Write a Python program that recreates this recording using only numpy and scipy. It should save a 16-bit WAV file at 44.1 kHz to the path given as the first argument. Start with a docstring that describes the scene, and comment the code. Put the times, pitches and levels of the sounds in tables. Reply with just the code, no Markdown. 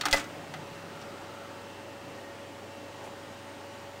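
"""A computer's fan and motors hum throughout. At once a thumb flips the latch of a disk drive shut,
close by: it clicks over its catches, each impact exciting the modes of plastic, flap and metal.
At 0.13 s it snaps home with a clack that rings the spring and thumps the case, and a small room
reverberates. A few light ticks follow as the mechanism settles, up to about 1 s.
From about 3 s the spinning drive whistles faintly."""
import sys
import numpy as np
from scipy import signal
from scipy.fft import rfft, irfft
from scipy.io import wavfile
from scipy.ndimage import uniform_filter1d

SR = 44100
rng = np.random.default_rng(int(sys.argv[2]) if len(sys.argv) > 2 else 0)


def dump(signal):
    """Clip the signal to [-1, 1] and save it as 16-bit WAV at the path in sys.argv[1]."""
    limited = np.clip(np.atleast_2d(signal).T, -1, 1)
    pcm = np.round(limited * 32767).astype(np.int16)
    wavfile.write(sys.argv[1], SR, pcm)


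N = 176400


def amp(db):
    """Amplitude ratio of a level in decibels."""
    return 10 ** (np.asarray(db) / 20)

def unit(x):
    """Normalisation to rms 1."""
    return x / np.sqrt(np.mean(x ** 2) + 1e-20)

def curve_at(points, hz):
    """Interpolation on a log-frequency axis."""
    f, value = np.transpose(points)
    return np.interp(np.log(hz + 1), np.log(f + 1), value)

def add(mix, start_s, sound):
    """Superposition of a delayed sound on the mix."""
    part = mix[max(round(start_s * SR), 0):][:len(sound)]
    part += sound[:len(part)]

def colour(x, gain):
    """Zero-phase filtering by a gain that depends on frequency."""
    return irfft(rfft(x) * gain(np.fft.rfftfreq(len(x), 1 / SR)), len(x))

def drift(hz):
    """Random modulation: low-passed noise of rms 1."""
    return unit(colour(rng.standard_normal(N), lambda f: np.exp(-(f / hz) ** 2) * (f > 0)))

def damp_bands(x, t60_curve):
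    """Frequency-dependent damping: each band falls 60 dB in its own decay time."""
    hz, t, spectrum = signal.stft(x, SR, nperseg=128)
    decay = amp(-60 * t / curve_at(t60_curve, hz)[:, None])
    return signal.istft(spectrum * decay, SR, nperseg=128)[1][:len(x)]

def mode(t, hz, t60, phase_cycles=0):
    """Free vibration of a damped oscillator."""
    return np.exp(-np.log(1000) * t / t60) * np.sin(2 * np.pi * (hz * t + phase_cycles))

def tone(hz, wander_hz):
    """Random frequency modulation of a sinusoid of rms 1."""
    return np.sqrt(2) * np.sin(2 * np.pi * np.cumsum(hz + wander_hz * drift(15.1)) / SR)

# Spectral density of the fan's air: frequency_hz, relative_db
AIR_SPECTRUM = [(20, -25), (60, -13), (85, -15), (130, -6), (200, -3.5), (310, 0.5), (440, -3), (600, -2.5),
                (880, -4), (1020, -7), (1500, -9.5), (1900, -11.5), (2300, -13), (3000, -15), (3600, -17.5),
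                (5500, -21), (8500, -25.5), (9700, -29.5), (10400, -34.5), (11400, -33), (12100, -38.5),
                (13000, -32.5), (15500, -32.5)]
# Slow change of its level: time_s, gain_db
AIR_LEVEL = [(0, 2), (.7, 1.2), (1.3, 0.8), (1.9, -0.2), (2.2, 0.5), (2.5, -0.3), (3.1, 0.2), (4, 0)]
# Soft swells in single bands: peak_s, length_s, centre_hz, width_hz, level_db
AIR_SWELLS = [(1.2, 0.75, 1330, 270, -55.5), (2.166, 0.11, 400, 500, -49), (3.053, 0.076, 770, 450, -46.5),
              (3.055, 0.041, 5940, 7000, -58), (.55, 0.23, 156, 29.8, -50.5), (2.09, 0.06, 161, 50, -52.5)]

def fan():
    """Broadband flow noise: rushing air with drifting spectral patches and soft swells."""
    air_db, patch_db = -46, 0.67
    t = np.arange(N) / SR
    hz, _, spectrum = signal.stft(rng.standard_normal(N), SR, nperseg=2048, noverlap=1536)
    patches = uniform_filter1d(rng.standard_normal(spectrum.shape), size=16, axis=0)
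    patches = unit(uniform_filter1d(patches, size=9, axis=1))
    spectrum *= amp(curve_at(AIR_SPECTRUM, hz)[:, None] + patch_db * patches)
    air = unit(signal.istft(spectrum, SR, nperseg=2048, noverlap=1536)[1][:N])
    air *= amp(air_db + np.interp(t, *np.transpose(AIR_LEVEL)))
    for peak_s, length_s, centre_hz, width_hz, level_db in AIR_SWELLS:
        passband = lambda f: (1 + (2 * (f - centre_hz) / width_hz) ** 4) ** -.5 * f / (f + 200)
        band = unit(colour(rng.standard_normal(N), passband))
        air += amp(level_db) * band * np.exp(-2 * ((t - peak_s) / length_s) ** 2)
    return air

# Steady motor and fan tones: pitch_hz, rms_db
HUM_TONES = [(96.9, -58), (120.5, -64.5), (291, -64), (409, -62.5), (561.5, -52), (881, -59.5),
             (1125, -66.5), (1852, -66), (1890, -68.5), (2116, -71), (2562, -70), (2885, -67),
             (3122, -69.5), (3946, -77), (4603, -77)]
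# Passing whines: start_s, end_s, pitch_hz, rms_db, wander_hz, roughness (0-1)
WHINES = [(-.2, 1.25, 166.5, -56.5, 4, .4), (.22, .95, 2702, -63, 2, .1), (1.45, 2.25, 2702, -62.5, 3, .1),
          (2.6, 2.95, 2702, -61.5, 3, .1), (2.85, 4.2, 2702, -71, 3, .1), (.8, 1.7, 1335, -58.5, 22, .5),
          (2.05, 2.5, 1860, -63, 6, .3), (3.05, 3.76, 8640, -72, 35, .5), (3.6, 4.15, 8640, -78, 45, .7),
          (2.95, 4.2, 6934, -74, 12, .45)]

def motors():
    """Tonal noise of rotating machinery: a steady hum, and fluttering whines that come and go."""
    waver_hz, flutter_hz, fade_s = 1.32, 70, 0.11  # waver is that of a 500 Hz tone
    t = np.arange(N) / SR
    out = sum(amp(db) * tone(hz, waver_hz * np.sqrt(hz / 500)) for hz, db in HUM_TONES)
    for start_s, end_s, pitch_hz, rms_db, wander_hz, roughness in WHINES:
        flutter = np.sqrt(1 - roughness ** 2) + roughness * drift(flutter_hz)
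        fade = np.clip(np.minimum(t - start_s, end_s - t) / fade_s, 0, 1)
        out += amp(rms_db) * flutter * tone(pitch_hz, wander_hz) * fade
    return out

# Reverberation time of the small room: frequency_hz, t60_s
ROOM_DECAY = [(150, 1), (1000, 0.57), (4000, 0.079), (9000, 0.23), (15000, 0.48)]

def room(x):
    """Reverberation: sparse reflections, absorbed at a different rate in each band."""
    reflections_per_s, gap_s, reverb_db = 4000, .005, -15
    size = SR // 2
    reflections = rng.standard_normal(size) * (rng.random(size) < reflections_per_s / SR)
    reflections *= np.arange(size) > gap_s * SR
    tail = damp_bands(reflections, ROOM_DECAY)
    return amp(reverb_db) * signal.fftconvolve(x, tail / np.linalg.norm(tail))[:N]

def housing():
    """Resonance: the housing answers a jolt with one low mode that builds up slowly."""
    t = np.arange(SR // 2) / SR
    rise_s = .03
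    return (1 - np.exp(-t / rise_s)) * mode(t, hz=293, t60=.19)

def thump():
    """Air displacement: the closing flap pushes out a compression, then a shallow rarefaction."""
    start_s, pulse_s = .128, 0.0036
    age = np.maximum(np.arange(N) / SR - start_s, 0) / pulse_s
    return amp(-16) * age * (np.exp(-age) - np.exp(-age / 3) / 9)

def click():
    """Contact transient: one sharp swing of pressure under a Gaussian envelope."""
    pitch_hz, width_s = 3840, 0.000144
    t = np.arange(SR // 500) / SR - 2 * width_s
    return amp(10) * np.exp(-(t / width_s) ** 2) * np.sin(2 * np.pi * pitch_hz * t)

# Spectral density of the struck plastic front: frequency_hz, relative_db
PLASTIC_SPECTRUM = [(100, -16), (300, -13), (480, -8), (780, 3.5), (980, -6), (1300, 2), (1650, -1.5),
                    (2250, -5.5), (2650, -5), (3100, -4.5), (3500, -4.5), (5000, -6), (5500, -5.5),
                    (8500, -12), (11500, -23), (15500, -20.5)]
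# Its decay before decay_factor is applied: frequency_hz, t60_s
PLASTIC_DECAY = [(150, 0.23), (800, 0.16), (2000, 0.24), (5000, 0.071), (15000, 0.088)]

def plastic(tilt_db, decay_factor, spot_hz, spot_db):
    """Modal overlap: crowded, damped modes merge into noise; the struck spot favours one octave."""
    split_hz, low_rise_s, high_rise_s = 730, 0.00083, 0.00025
    t = np.arange(SR // 4) / SR

    def gain(f):
        slope_db = tilt_db * np.log2(np.clip(f, 300, 7000))
        lift_db = spot_db * np.exp(-2 * np.log2((f + 1) / spot_hz) ** 2)
        return amp(curve_at(PLASTIC_SPECTRUM, f) + slope_db + lift_db)

    noise = unit(colour(rng.standard_normal(len(t)), gain))
    ring = damp_bands(noise, [(hz, t60 * decay_factor) for hz, t60 in PLASTIC_DECAY])
    low = colour(ring, lambda f: np.exp(-(f / split_hz) ** 2))
    return low * (1 - np.exp(-t / low_rise_s)) + (ring - low) * (1 - np.exp(-t / high_rise_s))

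# Modes of latch, spring and frame: pitch_hz, relative_db, t60_s
METAL_MODES = [(563, -21.5, .2), (861, -21.5, .15), (1340, -30, .2), (1507, -28, .18), (1647, -27, .2),
               (1915, -21, .14), (2019, -12.5, .15), (2089, -27, .15), (2560, -19, .085), (3429, -24, .05),
               (4350, -27, .07), (4925, -20, .045), (5050, -22, .05), (10090, -39, .12), (14110, -40, .1)]

def metal():
    """Contact damping: the metal modes ring freely until the flap seats and mutes them."""
    ramp_s, seat_s, mute_db = .004, 0.017, -15.5
    t = np.arange(SR // 3) / SR
    ring = sum(amp(db) * mode(t, hz, t60, rng.random()) for hz, db, t60 in METAL_MODES)
    seated = .5 + .5 * np.tanh((t - seat_s) / ramp_s)
    return ring * (1 - np.exp(-t / ramp_s)) * amp(mute_db * seated)

# Modes of the latch flap: pitch_hz, relative_db, t60_s
FLAP_MODES = [(730, -5, .09), (861, -8, .075), (1235, -7, .06), (1324, -6, .05), (1545, -7, .07),
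              (2080, -7, .06), (3380, -7, .05), (3730, -8, .05), (4250, -8, .05), (4410, -7, .055),
              (5750, -12, .04)]

def flap(spot_hz):
    """Selective excitation: modes near the octave that the struck spot favours ring most."""
    falloff_db_per_octave = 5.5
    t = np.arange(SR // 8) / SR
    ring = np.zeros(len(t))
    for hz, db, t60 in FLAP_MODES:
        coupling_db = -falloff_db_per_octave * abs(np.log2(hz / spot_hz))
        ring += amp(db + coupling_db) * mode(t, hz, t60) * rng.choice([-1, 1])
    return ring

# Contacts of the latch: start_s, level_db, tilt_db (per octave), metal_db, flap_db, click_db, decay_factor,
# spot_hz, spot_db; the flap and click columns are gains on top of level_db, the metal column a gain on top of
# level_db less the level of the hardest contact
CONTACTS = [(0.0106, -27, 2, -32, -2, -22, 0.51, 3830, 3.5), (0.0128, -32, 11, -30, 3.5, 4, 0.19, 4200, 14),
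            (.035, -36.5, -1, -11, 6, -21, 0.42, 1240, 13),
            (0.0543, -22.5, 2.5, -28, 3, -20, 0.69, 1100, 8),
            (0.0624, -30, -1.5, -20, 0.5, -8, 0.57, 1100, -7),
            (0.084, -31.5, -0.5, -25, -16, -18, 0.62, 800, 4), (0.111, -29, 5, -34, -5, -20, 0.66, 3900, 1),
            (0.1283, -24.5, 4.5, 0, 2, 10.5, 1.2, 4700, -0.5),
            (0.1414, -24, -5.5, -9, -4.5, -10, 0.46, 1100, -0.5),
            (.162, -33, 16, -12, -4, -4, 0.8, 4400, 9), (0.171, -30.5, 0, -16, -6, -16, 0.92, 1820, 4),
            (0.181, -39.5, 2, -24, -8, -8, 1.8, 6860, 15), (.196, -36.5, 0, -14, -13, -14, 1.3, 1500, -1),
            (.2415, -44.5, 4, -20, -8, -8, .6, 5040, 2), (0.5389, -34, -2.5, -19, -4, -14, 0.44, 2400, -2)]
# Jolts to the housing: start_s, level_db
JOLTS = [(.0545, -27), (.143, -25)]
# Ticks of the settling mechanism: start_s, level_db, tilt_db (per octave), spot_hz, spot_db
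TICKS = [(0.7485, -56, 4, 4960, 4), (1.013, -48, 7, 4600, 12), (1.024, -45, -4, 4600, 8)]

def latch():
    """Impact excitation: contacts ring plastic, metal and flap; jolts, the housing; ticks, plastic."""
    out = np.zeros(N)
    hardest_db = max(row[1] for row in CONTACTS)
    for start_s, db, tilt_db, metal_db, flap_db, click_db, decay_factor, spot_hz, spot_db in CONTACTS:
        add(out, start_s, amp(db) * plastic(tilt_db, decay_factor, spot_hz, spot_db))
        add(out, start_s, amp(db - hardest_db + metal_db) * metal())
        add(out, start_s, amp(db + click_db) * click())
        add(out, start_s, amp(db + flap_db) * flap(spot_hz))
    for start_s, db in JOLTS:
        add(out, start_s, amp(db) * housing())
    for start_s, db, tilt_db, spot_hz, spot_db in TICKS:
        add(out, start_s, amp(db) * plastic(tilt_db, 0.66, spot_hz, spot_db))
    return out

def scene():
    """Superposition in mono: the latch, its reverberation and its thump over the running machine."""
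    clacks = latch()
    return (clacks + room(clacks) + thump() + fan() + motors())[None]

def record(dry):
    """Band limiting by a steep linear-phase low-pass filter."""
    cutoff_hz = 15800
    lowpass = signal.firwin(511, cutoff_hz, window=("kaiser", 9), fs=SR)
    return signal.oaconvolve(dry, lowpass[None], "same")

dry = scene()
out = record(dry)
dump(out)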